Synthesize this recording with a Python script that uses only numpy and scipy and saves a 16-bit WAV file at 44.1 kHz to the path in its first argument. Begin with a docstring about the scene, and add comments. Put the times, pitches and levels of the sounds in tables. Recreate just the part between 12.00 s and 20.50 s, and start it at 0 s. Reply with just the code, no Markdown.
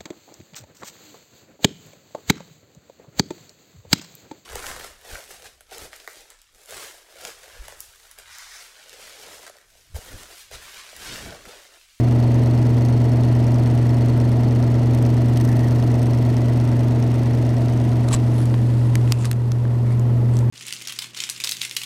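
"""Ceiling exhaust fan

A mains hum with sidebands from the turning rotor sits over filtered-noise air in the duct and grille.
A housing buzz pulses on top, and a faint noise rub swells about twice a turn and sometimes catches.
The camera backs away around six seconds: tones and noise layers shift from grille to room levels.
Fingers brush its case as shaped noise and click on it as resonant snaps.
The loudest click ducks the gain for about a second."""
import sys
import numpy as np
from scipy import signal
from scipy.fft import rfft, irfft, next_fast_len
from scipy.io import wavfile
from scipy.ndimage import uniform_filter1d, minimum_filter1d, map_coordinates

SR = 44100
rng = np.random.default_rng(int(sys.argv[2]) if len(sys.argv) > 2 else 0)


def wrap_up_sound(samples):
    """Save the sound to the file named by the first command line argument, as 16-bit audio."""
    columns = np.atleast_2d(samples).T
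    # keep every value between -1 and 1, then stretch to whole-number steps
    tamed = np.clip(columns, -1, 1)
    steps = np.round(tamed * 32767).astype(np.int16)
    wavfile.write(sys.argv[1], SR, steps)


N = 374850


def amp(db):
    """Decibels to gain."""
    return 10 ** (np.asarray(db) / 20)


def unit(x):
    """Scale to rms 1."""
    return x / np.sqrt(np.mean(x ** 2) + 1e-20)


def clock():
    """The time of every sample, in seconds."""
    return np.arange(N) / SR


def curve(rows):
    """Interpolate (t/s, value) rows to one value per sample."""
    times, values = np.transpose(rows)
    return np.interp(clock(), times, values)


def wobble(rate):
    """A smooth random curve, rate knots a second."""
    knots = rng.standard_normal(1024)
    return map_coordinates(knots, [clock() * rate], mode="mirror")


def bell(x):
    """A Gaussian hump of height 1."""
    return np.exp(-.5 * x ** 2)


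def shape(points, hz, tilt_db=0):
    """Gain of (f/Hz, level/dB) points on a log axis, tilted in dB per octave."""
    f, db = np.transpose(points)
    octave = np.log2(np.maximum(hz, 1))
    # the tilt pivots on the last point and stays flat below the second
    tilt = tilt_db * (np.clip(octave, np.log2(f[1]), None) - np.log2(f[-1]))
    return amp(np.interp(octave, np.log2(f), db) + tilt)


def bump(hz, centre_hz, db, octaves=0.12):
    """Gain of a broad resonance that lifts one band, or dips it if db is negative."""
    return amp(db * bell(np.log2(np.maximum(hz, 1) / centre_hz) / octaves))


def filtered(x, response):
    """Multiply the spectrum of x by a response of frequency."""
    m = next_fast_len(N + SR // 2)
    return irfft(rfft(x, m) * response(np.fft.rfftfreq(m, 1 / SR)), m)[:N]


def noise(points):
    """Coloured noise of rms 1."""
    return unit(filtered(rng.standard_normal(N), lambda hz: shape(points, hz)))


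# rotor speed: t/s, f/Hz (turns per second)
ROTOR_SPEED = [(0, 25.77), (1.1, 25.77), (1.5, 25.9), (2.4, 25.88), (4, 25.84), (5, 25.81), (6.5, 25.78),
               (8.5, 25.77)]


def rotor_turns():
    """Turns completed by the rotor: its speed summed over time."""
    return np.cumsum(curve(ROTOR_SPEED)) / SR


# slow drift of the deep drone: t/s, level/dB (only the departure from its mean is used)
DRONE_DRIFT = [(0.0, -14.5), (0.04, -15), (1.16, -15), (3.73, -15.5), (5.69, -17), (7.05, -14)]


def drone_drift():
    """Slow rise and fall of the deep tones, in dB around their mean."""
    drone_db = curve(DRONE_DRIFT)
    return drone_db - drone_db.mean()


MAGNET_HZ = 120.04  # rate of the magnetic pull
# motor tones before drift and standing waves:
# multiple of the magnetic pull, added multiple of rotor speed, level/dB at the grille, level/dB in the room
MOTOR_TONES = [(0, 1, -39.5, -42), (0, 2, -44.5, -57), (0, 3, -32.5, -37), (0, 5, -63, -50),
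               (0, 6, -46.5, -55), (0, 8, -40.5, -44.5), (0, 10, -47, -50), (1, -2, -46, -48),
               (1, -1, -41.5, -50.5), (1, 0, -15.5, -17), (1, 1, -35.5, -62), (1, 2, -67, -47),
               (1, 5, -44, -54), (2, -1, -42, -37), (2, 0, -27, -37), (2, 1, -33.5, -45.5),
               (2, 2, -45, -46.5), (2, 3, -37.5, -47.5), (2, 4, -47.5, -44.5), (2, 5, -44, -43.5),
               (3, -4, -38.5, -53), (3, -2, -36, -45.5), (3, -1, -39, -55), (3, 0, -45, -48),
               (3, 1, -40.5, -54), (3, 2, -41, -41.5), (4, -1, -42, -52.5), (4, 3, -48.5, -56)]
# standing waves that the camera passes on its way back: distance (0-1), f/Hz, level/dB
ROOM_WAVES = [(0.54, 312, 6.5), (0.35, 208, 1.5), (0.64, 350, -5.5)]
WAVE_REACH = .2  # spread to either side, in the same distance


def hum(turn, away, drift_db, duct_db, waver_db=0.3):
    """The magnetic pull shakes the housing; the off-centre rotor adds sidebands to each harmonic."""
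    t, out = clock(), np.zeros(N)
    mid_db = duct_db + waver_db * wobble(4.5)
    waves = [(bell((away - place) / WAVE_REACH), hz, db) for place, hz, db in ROOM_WAVES]
    phases = rng.random(len(MOTOR_TONES))
    for (pull, spin, near_db, far_db), phase in zip(MOTOR_TONES, phases):
        cycles = round(pull) * MAGNET_HZ * t + round(spin) * turn
        hz = cycles[-1] / t[-1]
        tone_db = near_db + (far_db - near_db) * away
        tone_db = tone_db + (drift_db if hz < 160 else mid_db)
        for inside, wave_hz, wave_db in waves:
            tone_db = tone_db + inside * 20 * np.log10(bump(hz, wave_hz, wave_db, octaves=0.086))
        out += amp(tone_db) * np.sin(2 * np.pi * (cycles + phase))
    return np.sqrt(2) * out  # so tone levels are rms


# colour of the housing's chatter: f/Hz, relative level/dB
BUZZ_COLOUR = [(300, -40), (480, 0.5), (570, 1.5), (690, 0.5), (780, -3), (900, 2.5), (1100, -20.5),
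               (1370, -1.5), (1550, -38), (1950, -4.5), (3000, -28), (6000, -49)]


def buzz(turn, sharpness=4.4, t60=0.15):
    """The housing chatters on the magnetic pulses, hardest once a turn, and rings in the duct."""
    pulses = np.maximum(np.cos(2 * np.pi * MAGNET_HZ * clock()), 0) ** 200
    blows = pulses * np.exp(sharpness * np.cos(2 * np.pi * turn))
    t = np.arange(SR // 4) / SR
    echo = rng.standard_normal(len(t)) * amp(-60 * t / t60)
    ringing = signal.fftconvolve(blows, echo)[:N]
    return unit(filtered(ringing, lambda hz: shape(BUZZ_COLOUR, hz)))


# colours of the duct up close, the room and the grille hiss: f/Hz, relative level/dB
DUCT_COLOUR = [(15, -31), (35, -10), (55, -16), (110, 1), (150, 1), (255, -2), (330, -2), (400, -16.5),
               (445, 1.5), (490, -9), (650, -0.5), (770, -9.5), (930, -12.5), (1150, -19), (2500, -55)]
ROOM_COLOUR = [(15, -23), (45, -18), (70, -9), (150, 1), (220, 4.5), (290, -5.5), (410, -7), (470, -2.5),
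               (620, -6), (780, -10), (980, -10.5), (1150, -16.5), (2500, -41.5)]
HISS_COLOUR = [(300, -25), (1000, -2.5), (1350, 1.5), (1550, -1), (1930, 0), (2350, -3.5), (2750, -3),
               (3600, -7.5), (4800, -10), (7300, -17), (9500, -20), (11000, -28.5), (13000, -27),
               (15000, -33)]


def air(turn, room_share, duct_db, hiss_db, rush_db=-30, room_db=-34, grille_db=-44, throb=0.07):
    """Turbulence roars in the duct; its hiss through the grille swells slightly with each turn."""
    direct = np.sqrt(1 - room_share) * amp(rush_db) * noise(DUCT_COLOUR)
    room = np.sqrt(room_share) * amp(room_db) * noise(ROOM_COLOUR)
    hiss = noise(HISS_COLOUR) * amp(grille_db + hiss_db + 0.17 * wobble(3.6))
    return (direct + room) * amp(duct_db) + hiss * (1 + throb * np.cos(2 * np.pi * (turn - .1)))


# where the rotor touches: place in the turn (turns), width (turns), relative level/dB
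RUB_CONTACTS = [(0.89, 0.041, 9.5), (1.03, .07, 5), (0.22, 0.066, 12.5), (0.31, 0.13, -23)]
# colours of the rub's four parts: f/Hz, relative level/dB
SCRAPE_COLOUR = [(700, -21), (1950, -1), (2400, -2.5), (3600, -1), (4800, -1), (5650, 3.5), (6700, 0),
                 (7250, -9), (8400, 2), (9600, -5.5), (10900, -9.5), (12100, -3), (14000, -9.5),
                 (15500, -17)]
TICK_COLOUR = [(1500, -18), (3500, -8.5), (4900, -11.5), (5400, -1), (5900, -8.5), (6400, -9), (7300, -27),
               (8400, -11), (10000, -18), (15000, -43)]
RING_COLOUR = [(3600, -33), (4150, -21), (4320, 9), (4500, -7), (5000, -32), (11300, -52), (11800, -12),
               (12200, -38)]
WHIRR_COLOUR = [(1500, -12), (1750, 8), (1960, 8), (2150, -40), (2450, -7), (2700, -3.5), (3000, -13),
                (3600, -17.5)]
# base levels of the parts: level/dB at the grille, gain/dB in the surge, loss/dB out in the room
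SCRAPE_MIX = (-52.5, 2.1, 12)
TICK_MIX = (-55.5, 4.3, 18)
WHIRR_MIX = (-59.5, 14.4, 0.5)
# the thin metal's ring holds, then dies away
RING_DB, RING_FADES_AT_S, RING_FADE_DB_PER_S = -58, 3.1, 3


def rub(turn, away, chatter=0.39, tick_place=0.863, tick_width=0.037, tick_sharpness=2.1,
        ring_depth=1.0, whirr_depth=0.39, accent_db=1.6):
    """The rotor grazes about twice a turn, ticking where a touch meets a magnetic pulse; thin metal rings on."""
    lean = surge()

    def part_db(mix):
        base_db, surge_db, loss_db = mix
        return base_db + surge_db * lean - loss_db * away

    def touch(place, width):
        return bell(((turn - place + .5) % 1 - .5) / width)

    pull = np.cos(2 * np.pi * (MAGNET_HZ * clock() - .36))
    contact = sum(amp(db) * touch(place, width) for place, width, db in RUB_CONTACTS)
    pressure = contact * (1 + chatter * pull) * amp(wobble(28))
    scrape = amp(part_db(SCRAPE_MIX)) * unit(pressure) * noise(SCRAPE_COLOUR)

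    tick_force = unit(touch(tick_place, tick_width) * np.exp(tick_sharpness * pull))
    tick = amp(part_db(TICK_MIX) + accent_db * wobble(26)) * tick_force * noise(TICK_COLOUR)

    swing = np.cos(2 * np.pi * (turn - .18))
    ring_db = RING_DB - RING_FADE_DB_PER_S * np.maximum(clock() - RING_FADES_AT_S, 0)
    ring = amp(ring_db) * (1 + ring_depth * swing) * noise(RING_COLOUR)
    whirr_gain = amp(part_db(WHIRR_MIX) + accent_db * wobble(26))
    whirr = whirr_gain * (1 + whirr_depth * swing) * noise(WHIRR_COLOUR)
    return scrape + tick + ring + whirr


# the rotor catches, then more lightly on the next turns: t/s, level/dB, loss per turn/dB
ROTOR_CATCHES = [(0.852, -38.5, 10), (2.949, -36.5, 7), (3.026, -38, 3), (3.374, -29.5, 3.5),
                 (4.03, -38, 5)]


def grazes(length=0.0016, count=6):
    """Now and then the rotor catches for a few milliseconds, once a turn for count turns."""
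    t, catches = clock(), np.zeros(N)
    for s, db, loss_db in ROTOR_CATCHES:
        period = 1 / np.interp(s, *np.transpose(ROTOR_SPEED))
        turns = np.clip(np.round((t - s) / period), 0, count - 1)
        catches += amp(db - loss_db * turns) * bell((t - s - turns * period) / length)
    return catches * noise(SCRAPE_COLOUR)


# the rotor leans harder into its rub for a moment
SURGE_AT_S, SURGE_RISE_S, SURGE_FALL_S = 3.47, .11, .75


def surge():
    """Extra pressure on the rub, 0-1: it builds quickly and eases off slowly."""
    late = clock() - SURGE_AT_S
    return np.where(late < 0, bell(late / SURGE_RISE_S), np.exp(-np.abs(late) / SURGE_FALL_S))


# the camera backs away: t/s, distance from the grille (0-1)
CAMERA_PATH = [(0, 0), (5.85, .04), (6.65, 0.61), (7.05, 0.72), (7.35, 0.9), (8.5, 1)]


def camera_distance():
    """Distance of the camera from the grille, 0-1, which sets each layer's near and far balance."""
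    return np.clip(curve(CAMERA_PATH), 0, 1)


# colour of skin on the case: f/Hz, relative level/dB
SKIN_COLOUR = [(100, -21), (600, 4), (1100, 8), (2000, 0), (4000, 1), (6000, -4), (9500, -1), (11500, -16),
               (15000, -17)]
# fingers sliding on the case: t/s, rise/s, fall/s, level/dB, rasp centre f/Hz, rasp boost/dB
FINGER_BRUSHES = [(6.085, 0.0026, 0.0043, -32, 4500, 3), (6.136, 0.017, 0.016, -31, 1160, 6.5),
                  (6.144, 0.0064, 0.0042, -21, 7840, 15), (6.405, 0.039, 0.025, -48.5, 10900, 18),
                  (6.8, 0.91, 0.82, -51, 5000, 1), (7.1, 0.017, 0.1, -46.5, 2600, 11),
                  (7.212, 0.014, 0.019, -40.5, 7060, 11), (7.256, 0.0034, 0.0032, -25, 1240, 15),
                  (7.258, 0.011, 0.017, -38, 4480, 8), (7.91, 0.033, 0.026, -47.5, 2140, 21),
                  (8.365, .04, 0.053, -50.5, 8000, 8)]
# the hand bumps the camera: t/s, half length/s, level/dB (the peak comes out 4.3 dB lower)
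CAMERA_BUMPS = [(6.148, 0.002, -10), (7.257, .004, -29.5)]


def brushes(grain_db=4.5):
    """Skin drags grainily over the case; a bump pushes the microphone once down and up."""
    t, out = clock(), np.zeros(N)
    roughness = unit(uniform_filter1d(rng.standard_normal(N), size=60))
    skin = unit(amp(grain_db * roughness)) * noise(SKIN_COLOUR)
    for s, rise, fall, db, rasp_hz, rasp_db in FINGER_BRUSHES:
        stroke = bell((t - s) / np.where(t < s, rise, fall))
        out += amp(db) * stroke * unit(filtered(skin, lambda hz: bump(hz, rasp_hz, rasp_db)))
    for s, length, db in CAMERA_BUMPS:
        u = (t - s) / length
        out += amp(db) * u * bell(u)
    return out


# colour of the plastic case: f/Hz, relative level/dB
CASE_COLOUR = [(200, -26), (800, -3), (1300, 2.5), (2400, 1), (4800, -3), (8000, -5.5), (11000, -11),
               (15000, -15.5)]
# the case ticks under the grip: t/s, peak level/dB before gain control, centre f/Hz, brightness/dB per octave
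CASE_CLICKS = [(6.4565, -19.5, 8000, 4), (6.542, -17, 3500, -6.5), (6.955, -5.5, 1780, 1.5),
               (7.0765, -25.5, 2800, -2), (7.1223, 3, 5100, 1), (7.2457, -19, 1700, -6),
               (7.2548, -9, 4520, 0.5), (7.3141, -1.5, 11100, 2), (7.3304, -17.5, 7500, -1),
               (7.519, -14.5, 6000, 0), (7.653, -23, 1700, -10), (7.9965, -23, 6470, 6),
               (8.369, -20.5, 5950, 1), (8.39, -19.5, 6500, 3)]


def clicks(tail_db=-16, tail_t60=0.0081, ring_db=7.0, ring_octaves=0.19):
    """Each tick is one sharp snap in the plastic, followed by a few milliseconds of rattle."""
    t, out = np.arange(2048) / SR, np.zeros(N + SR)
    hz = np.fft.rfftfreq(len(t), 1 / SR)
    causal = 1 + np.sign(np.fft.fftfreq(len(t)))
    for s, db, centre_hz, bright_db in CASE_CLICKS:
        colour = shape(CASE_COLOUR, hz, bright_db) * bump(hz, centre_hz, ring_db, ring_octaves)
        # minimum phase: the case rings only after it is struck
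        case = np.exp(rfft(causal * irfft(np.log(colour))))
        snap = amp(tail_db - 60 * t / tail_t60) * rng.standard_normal(len(t))
        snap[0] = 1
        crack = irfft(rfft(snap) * case)
        out[round(s * SR):][:len(t)] += amp(db) * crack / np.abs(crack).max()
    return out[:N]


DUCT_FOLLOWS = .45  # share of the drone's drift in the duct's sound
ROOM_TAKES_OVER = 0.61  # distance at which the room has replaced the duct's direct sound
HISS_LOSS_DB = 6.5  # from the grille to out in the room
BUZZ_DB, BUZZ_LOSS_DB = -40.5, 6.5  # at the grille; lost once the room takes over


def scene():
    """The fan overhead and the hand on the camera."""
    turn = rotor_turns()
    away = camera_distance()
    room_share = np.clip(away / ROOM_TAKES_OVER, 0, 1)
    drift_db = drone_drift()
    duct_db = DUCT_FOLLOWS * drift_db
    chatter = amp(BUZZ_DB + duct_db - BUZZ_LOSS_DB * room_share) * buzz(turn)
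    motor = hum(turn, away, drift_db, duct_db) + chatter + rub(turn, away) + grazes()
    airflow = air(turn, room_share, duct_db, -HISS_LOSS_DB * away)
    return (motor + airflow + brushes() + clicks())[None]


def gain_control(x, ceiling_db=-0.5, hold=0.19, recovery_db=4.5):
    """A sharp peak over the ceiling cuts the gain at once; it holds, then climbs back in dB a second."""
    sharp = x - uniform_filter1d(x, size=45)
    over = np.maximum(20 * np.log10(np.abs(sharp) + 1e-9) - ceiling_db, 0)
    span = 2 * int(hold * SR / 2) + 1
    # largest overshoot in the hold time just past
    held = -minimum_filter1d(-over, span, origin=span // 2)
    climb = recovery_db * clock()
    return x * amp(climb - np.maximum.accumulate(held + climb))


TOP_HZ = 15050  # nothing passes from here up


def record(dry):
    """The camera's gain control and band limit."""
    return filtered(gain_control(dry[0]), lambda hz: hz < TOP_HZ)[None]


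dry = scene()
out = record(dry)
wrap_up_sound(out)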